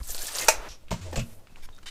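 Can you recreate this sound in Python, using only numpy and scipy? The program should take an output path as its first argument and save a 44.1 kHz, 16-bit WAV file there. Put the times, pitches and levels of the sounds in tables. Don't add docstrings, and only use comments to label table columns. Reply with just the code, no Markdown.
import sys
import numpy as np
from scipy import signal
from scipy.fft import rfft, irfft
from scipy.io import wavfile

SR = 44100
rng = np.random.default_rng(int(sys.argv[2]) if len(sys.argv) > 2 else 0)


def how_loud(loudness_db):
    steps = np.asarray(loudness_db, float) / 20
    return 10 ** steps


def output_pcm(signal):
    pcm = np.clip(np.atleast_2d(signal).T, -1, 1) * 32767
    wavfile.write(sys.argv[1], SR, np.round(pcm).astype(np.int16))


N = 83790

# [t/s, level/dB]
SWAY = [
    (0, -27.5),
    (.23, -33),
    (.3, -50.5),
    (.58, -33),
    (.7, -47),
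    (1.3, -38),
    (1.45, -48.5),
    (1.64, -30.5),
    (1.9, -45.5),
]
# [start/s, end/s, level/dB]
BUMPS = [
    (0, .02, -29),
    (.09, .14, -45),
    (.55, .62, -42.5),
    (.68, .71, -41),
    (.91, .94, -30.5),
    (1.17, 1.24, -32.5),
]
# [start/s, end/s, level/dB]
SLEEVE = [
    (0, .015, -51),
    (.5, .685, -42),
    (.69, .76, -58.5),
    (1.565, 1.59, -59),
]
# [f/Hz, level/dB]
CLOTH = [(150, -16.5), (570, -4), (1350, -8), (1920, -12.5), (16000, -37.5)]
# [f/Hz, level/dB]
SHOP_TONE = [(29, -30.5), (50, 3), (152, -11), (2320, -29), (6710, -32), (11700, -38), (16000, -37)]
SHOP_DB = -56
ROOM_T60_S, ROOM_DB = 0.35, -21.5

# [t/s, scrape level/dB, dullness/1]
REEL = [
    (0, -59, 0.17),
    (.084, -45.5, 0.53),
    (.11, -39, 0.2),
    (.16, -43.5, 0.54),
    (.28, -36, 0.6),
    (.31, -40.5, 1),
    (.42, -36, 0.96),
    (.475, -41, 1.1),
]
# [f/Hz, level/dB]
SCRAPE = [(250, -9.5), (620, -3.5), (3000, -6.5), (7500, -5.5), (13000, -11.5), (16000, -18)]
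# [t/s, peak level/dB, f/Hz]
FLAPS = [(.0315, -34, 5000), (.0355, -36, 8000), (.0875, -29, 7000), (.105, -21, 7800), (.115, -26, 12000),
         (.1466, -21, 4400), (.180, -24, 4300), (.1912, -24, 4300), (.2195, -26, 6000), (.229, -23, 7300),
         (.257, -28, 3700), (.2695, -19, 8300), (.281, -27, 5000), (.326, -30, 8400), (.351, -19, 5500),
         (.3565, -19, 7000), (.3685, -22, 7000), (.3852, -14, 4800), (.397, -17, 6500), (.4145, -23, 6500),
         (.4225, -20, 6500), (.4345, -21, 6500), (.4745, -22, 6800)]
DULL_LOW_DB, DULL_TOP_DB = 13.5, -5.5
GRIT_PER_S, GRIT_SHARE, REEL_PATCHY_DB = 3500, 1, 2.4
FLAP_RATTLE_DB, FLAP_T60_S, FLAP_CYCLES = -16.5, 0.19, 14

# [start/s, end/s, level/dB, f/Hz]
SINGS = [(0.04, 0.064, -51, 7960), (0.074, 0.117, -56, 1760), (.09, 0.135, -42, 13000),
         (0.147, 0.246, -57, 1465), (0.185, 0.203, -48, 717), (0.213, 0.242, -48, 1647),
         (0.223, 0.234, -39, 7470), (0.28, 0.289, -42.5, 1750), (0.33, 0.356, -40.5, 8700),
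         (0.346, 0.365, -37, 7200), (0.396, 0.404, -35, 700), (0.396, 0.421, -35.5, 6600),
         (.41, 0.446, -37.5, 2080), (0.415, .445, -38.5, 2510), (0.427, 0.445, -41, 609),
         (0.46, 0.466, -36, 1344), (0.478, 0.49, -34, 6200), (1.117, 1.152, -60, 12400),
         (1.12, 1.15, -67, 10700), (1.122, 1.144, -38.5, 790), (1.128, 1.14, -43, 540),
         (1.123, 1.146, -49, 1790), (1.16, 1.191, -41, 572), (1.162, 1.176, -37, 7400),
         (1.164, 1.227, -46, 2617), (1.488, 1.552, -69, 2620), (1.726, 1.778, -63, 3710)]
SING_T60_S = .03

# [t/s, peak level/dB, f/Hz]
TICKS = [(.095, -37, 700), (.096, -37, 450), (.148, -38, 520), (.235, -39, 450), (.837, -50, 600),
         (.8833, -39, 2690), (.8935, -43, 2500), (1.030, -46, 11000), (1.1134, -40, 8000),
         (1.4712, -39, 2600), (1.4716, -47, 1300), (1.484, -50, 2200), (1.5590, -36, 2470),
         (1.559, -50, 7000), (1.570, -47, 900), (1.580, -49, 1000), (1.6885, -41, 1000),
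         (1.6888, -43, 1700), (1.691, -47, 2900), (1.7488, -46, 7500), (1.764, -44, 4850),
         (1.780, -50, 11000), (1.7823, -45, 1450), (1.787, -42, 4300), (1.7875, -42, 1450),
         (1.8315, -42, 1300), (1.8625, -40, 1050), (1.896, -48, 1300)]
TICK_CYCLES = 13
# [start/s, end/s, level/dB, lean to high tones/(dB per octave)]
CLINKS = [
    (1.83, 1.826, -45.5, 0),
    (1.859, 1.89, -40.5, -1.5),
]
# [f/Hz, level/dB]
METAL = [(2020, -8), (2370, -10), (3080, 1), (3700, -6), (3990, -7), (4300, -12), (4770, -5), (6070, -12),
         (7020, -15), (7450, -12), (8320, -16), (10200, -10), (11700, -19)]
METAL_T60_S, GRIND_DB = .035, -1

# [t/s, level/dB]
SNAP = [
    (.4832, -13),
    (.4849, 1),
    (.4876, -2),
    (.4922, -12),
    (.4985, -15),
    (.5125, -20),
]
# [f/Hz, level/dB, t60/s]
CASE = [(545, -9.5, 0.03), (633, -5, 0.093), (888, -2, 0.04), (1354, -9, 0.024), (2504, -7, 0.05),
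        (2762, -16, 0.091), (4060, -9.5, 0.033), (4748, -19.5, .06), (5545, -21, 0.042),
        (5850, -1.5, 0.025), (5980, -12.5, 0.034), (6600, -7.5, .05), (7610, -6.5, .045),
        (8450, -16.5, 0.09)]
# [f/Hz, level/dB]
CRACK = [(200, -33), (600, -3), (1140, -11), (2510, -6.5), (3200, -18), (6300, -6), (9500, -17.5),
         (12300, -17.5), (16000, -30.5)]
CRACK_DB, CRACK_T60_S, CASE_DB = -10, .022, -11
TAIL_DB, TAIL_T60_S = -15.5, 0.16

# [start/s, end/s, level/dB]
SETTLE = [
    (.685, .715, -45.5),
    (.715, .745, -57),
]
# [f/Hz, width/Hz, level/dB]
SPRING = [(5850, 490, 8), (3100, 2600, 9.5), (6200, 2500, 5), (11650, 350, -5)]

# [t/s, peak level/dB, dull part level/dB, t60/s]
KNOCKS = [
    (0.9074, -21.5, -35.5, 0.2),
    (0.913, -22.5, -28.5, 0.12),
    (0.927, -27.5, -61, 0.09),
    (1.0129, -31, -65, 0.33),
    (1.128, -24.5, -31.5, 0.11),
    (1.158, -15, -30.5, 0.1),
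    (1.1738, -23.5, -28.5, 0.13),
    (1.193, -18.5, -38, 0.11),
]
# [f/Hz, width/Hz, level/dB]
COUNTER = [(55.3, 7.7, -5), (172, 32, 2.5), (231, 9.9, 3.5)]
# [f/Hz, width/Hz, level/dB]
WOOD = [(540, 90, 1), (640, 70, 0), (900, 250, -5), (330, 120, -3)]
# [f/Hz, level/dB]
SHELL = [(1000, -2), (2000, -6.5), (2650, 0), (3400, -5.5), (7500, -5.5), (9900, -20.5), (15500, -20.5)]
# [start/s, end/s, level/dB, f/Hz]
HUMS = [
    (0.91, 0.946, -29, 116.1),
    (0.911, 0.941, -30.5, 165.7),
    (1.001, 1.154, -35.5, 87),
    (1.163, 1.226, -26.5, 127.7),
    (1.168, 1.211, -36, 224),
    (1.254, 1.377, -50, 102.7),
]
HUM_SAG_PER_S = 1.2
BOOM_DB = -10
# [start/s, end/s, level/dB]
DRAGS = [
    (.94, 1.0, -51.5),
    (1.015, 1.06, -50.5),
    (1.06, 1.15, -53.5),
    (1.21, 1.34, -59),
    (1.56, 1.62, -61),
    (1.67, 1.79, -67.5),
]
# [f/Hz, level/dB]
SCUFF = [(250, 5.5), (600, -4), (1500, -5.5), (7700, -7.5), (16000, -35)]
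# [start/s, end/s, level/dB]
JUDDER = [
    (1.04, 1.11, -48),
    (1.24, 1.45, -62),
]
# [start/s, end/s, level/dB]
FINGERTIPS = [
    (1.2, 1.35, -59),
]

# [t/s, level/dB]
RAPS = [
    (.9085, -36),
    (.9153, -21.5),
    (.921, -30.5),
    (.9405, -30.5),
]
# [f/Hz, level/dB, t60/s]
BOARD = [(444, -5, 0.0081), (656, -0.5, 0.048), (930, 1, .045), (2137, -8, 0.049)]

# [start/s, end/s, level/dB]
SHIVER = [
    (1.618, 1.657, -52.5),
]
# [f/Hz, level/dB]
CATCH = [(1010, -3), (2360, 0), (3650, -2), (5230, -6), (5460, -7), (6640, -7), (8030, -8), (9690, -4),
         (10000, -8), (10600, -13), (11500, -13), (13000, -5)]


def in_time(rows):
    s, *columns = np.transpose(rows)
    return [np.interp(np.arange(N) / SR, s, column) for column in columns]


def rms_one(x):
    return x / np.sqrt(np.mean(x ** 2) + 1e-20)


def noise():
    return rng.standard_normal(N)


def drift(rate_hz):
    r = np.exp(-2 * np.pi * rate_hz / SR)
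    wander = signal.lfilter([1], [1, -2 * r, r * r], rng.standard_normal(N + SR))
    return rms_one(wander[SR:])


def grit(rate_per_s, spread_db):
    hits = rng.random(N) < rate_per_s / SR
    sizes = how_loud(spread_db * np.minimum(rng.exponential(1, N), 5))
    return rms_one(hits * sizes * rng.choice([-1, 1], N))


def click(s, db):
    x = np.zeros(N)
    x[int(s * SR)] = how_loud(db)
    return x


def band(x, low_hz, high_hz):
    return signal.sosfilt(signal.butter(2, [low_hz, high_hz], "band", fs=SR, output="sos"), x)


def colour(x, points):
    hz, db = np.transpose(points)
    f = np.fft.rfftfreq(N, 1 / SR) + 1
    gain_db = np.interp(np.log(f), np.log(hz), db, left=-60, right=-80)
    return rms_one(irfft(rfft(x) * how_loud(gain_db), N))


def ring(clicks, hz, t60):
    r = how_loud(-60 / (max(t60, .001) * SR))
    w = 2 * np.pi * hz / SR
    return signal.lfilter([0, np.sin(w)], [1, -2 * r * np.cos(w), r * r], clicks + 1e-18)


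def body(x, peaks):
    out = 0
    for k, (hz, width, db) in enumerate(peaks):
        out = out + (-1) ** k * how_loud(db) * rms_one(ring(x, hz, 2.2 / width))
    return rms_one(out)


def dying(s, db, t60, rise=1 / 3000):
    t = np.maximum(np.arange(N) / SR - s, 0)
    return how_loud(db - 60 * t / max(t60, .002)) * np.minimum(t / rise, 1)


def swells(rows, rise=0.0071, fall=0.015):
    t = np.arange(N) / SR
    return sum(how_loud(db) * np.clip((t - a) / rise, 0, 1) * np.exp(-np.maximum(t - b, 0) / fall)
               for a, b, db, *_ in rows)


def wearer():
    sway = how_loud(in_time(SWAY)[0]) * rms_one(band(band(noise(), 4.55, 14.0), 1.4, 21.1))
    bumps = (swells(BUMPS, 0.0043, 0.01) + how_loud(-63.5)) * rms_one(band(noise(), 22, 53))
    rustle = swells(SLEEVE, 0.0028, 0.0038) * how_loud(drift(60)) * colour(noise(), CLOTH)
    return sway + bumps + rustle


def quiet_shop():
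    return how_loud(SHOP_DB + drift(26)) * colour(noise(), SHOP_TONE)


def room_echo(x):
    t = np.arange(SR // 2) / SR
    dull = signal.lfilter([.4], [1, -.6], rng.standard_normal(len(t)))
    tail = dull * how_loud(-60 * t / ROOM_T60_S) * (t > .006)
    return how_loud(ROOM_DB) * signal.fftconvolve(x, tail / np.sqrt(np.sum(tail ** 2)))[:N]


def tape():
    db, dullness = in_time(REEL)
    t = np.arange(N) / SR
    edges = np.geomspace(150, 18000, num=9)
    layers = 0
    for low, high in zip(edges, edges[1:]):
        lean_db = np.interp(np.log(low), np.log([1500, 4000, 10000]), [DULL_LOW_DB, 0, DULL_TOP_DB])
        scrape = colour(GRIT_SHARE * grit(GRIT_PER_S, 2.7) + .5 * noise(), SCRAPE)
        patchy = how_loud(lean_db * (dullness - 1.0) + REEL_PATCHY_DB * drift(45))
        layers = layers + patchy * band(scrape, low, high)
    rattle, pings = 0, 0
    for s, peak, hz in FLAPS:
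        rattle = rattle + dying(s, peak + FLAP_RATTLE_DB, FLAP_T60_S) ** 2
        slap = click(s, peak + 3) + dying(s, peak - 24, .05) * noise()
        pings = pings + band(ring(slap, hz, FLAP_CYCLES / hz), .55 * hz, 17000)
    running = (t > REEL[0][0]) & (t < SNAP[0][0])
    return np.sqrt(running * how_loud(db) ** 2 + rattle) * layers + pings


def singing():
    rub = grit(2500, 2.1) + .5 * noise()
    out = 0
    for a, b, db, hz in SINGS:
        tone = rms_one(ring(rub, hz, SING_T60_S * min(2500 / hz, 1.6)))
        out = out + tone * swells([(a, b, db)], 0.0034, .004)
    return out


def small_parts():
    white = noise()
    out = 0
    for s, db, hz in TICKS:
        broad_snap = dying(s, db - 11, .025) * rms_one(band(white, .6 * hz, 1.45 * hz))
        out = out + ring(click(s, db), hz, TICK_CYCLES / hz) + broad_snap
    for *stroke, lean_db in CLINKS:
        touch = click(stroke[0], stroke[2] + 14)
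        chatter = swells([stroke], 0.0016, 0.0071) * grit(6000, 0.3) + touch
        out = out + how_loud(GRIND_DB) * band(band(chatter, 670, 8200), 560, 9400)
        for hz, db in METAL:
            level_db = db - 25.5 + lean_db * np.log2(hz / 6000)
            out = out + how_loud(level_db) * ring(chatter, hz, METAL_T60_S)
    return out


def snap():
    sides = rng.choice([-1, 1], len(SNAP))
    rings = 0
    for hz, level_db, t60 in CASE:
        blows = sum(side * click(s, db + level_db + CASE_DB + rng.normal())
                    for side, (s, db) in zip(sides, SNAP))
        rings = rings + ring(blows, hz, t60)
    crack = sum(dying(s, db + CRACK_DB, CRACK_T60_S) ** 2 for s, db in SNAP)
    tail = dying(SNAP[0][0], TAIL_DB, TAIL_T60_S) ** 2
    tick = ring(sum(click(s, db - 6) for s, db in SNAP), 5000, .002)
    rough = colour(noise() + .5 * grit(2600, 1.7), CRACK)
    return band(rings, 650, 16000) + tick + np.sqrt(crack + tail) * rough


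def spring():
    return swells(SETTLE, 0.0023, 0.02) * body(noise(), SPRING)


def counter():
    t = np.arange(N) / SR
    hum = 0
    for row in HUMS:
        start, end, _, hz = row
        loudness = swells([row], 0.012, 0.0138) * how_loud(drift(22))
        sag = HUM_SAG_PER_S * (t - (start + end) / 2) ** 2 / 2
        hum = hum + loudness * np.sin(2 * np.pi * hz * (t - sag + drift(13) / 1500))
    scuff = swells(DRAGS) * colour(noise(), SCUFF)
    fingertips = swells(FINGERTIPS, 0.01, 0.045) * rms_one(band(noise(), 7900, 13600))
    boom, thud, clatter = 0, 0, 0
    for s, db, dull, t60 in KNOCKS:
        boom = boom + dying(s, dull + BOOM_DB, 2.4 * t60, 0.0017)
        thud = thud + dying(s, dull, 0.53 * t60, 0.0029)
        clatter = clatter + dying(s, db - 16.5, t60)
    knocks = boom * body(noise(), COUNTER)
    knocks = knocks + (thud + swells(JUDDER, 0.02)) * body(noise(), WOOD)
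    knocks = knocks + clatter * colour(noise() + 0.96 * grit(2500, 2.8), SHELL)
    return hum + scuff + fingertips + knocks


def raps():
    return sum(ring(sum(click(s, db + level_db - 3.5) for s, db in RAPS), hz, t60)
               for hz, level_db, t60 in BOARD)


def catch():
    chatter = swells(SHIVER, 0.015, 0.004) * grit(9000, 0.9)
    rings = sum(how_loud(db - 22.5) * ring(chatter, hz, 0.032) for hz, db in CATCH)
    return how_loud(4.5) * band(chatter, 830, 5700) + rings


def scene():
    squeak = spring()
    near = tape() + snap() + squeak + counter() + small_parts() + singing() + raps() + catch()
    return (near + room_echo(near) + wearer() + quiet_shop())[None]


def band_limit(x):
    return signal.sosfilt(signal.butter(12, 16330, fs=SR, output="sos"), x)


def record(dry):
    rounded = 1.448 * np.tanh(dry / 1.6)
    mix = signal.sosfilt(signal.cheby2(12, 60, 16300, fs=SR, output="sos"), rounded)
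    return band_limit(mix)


dry = scene()
out = record(dry)
output_pcm(out)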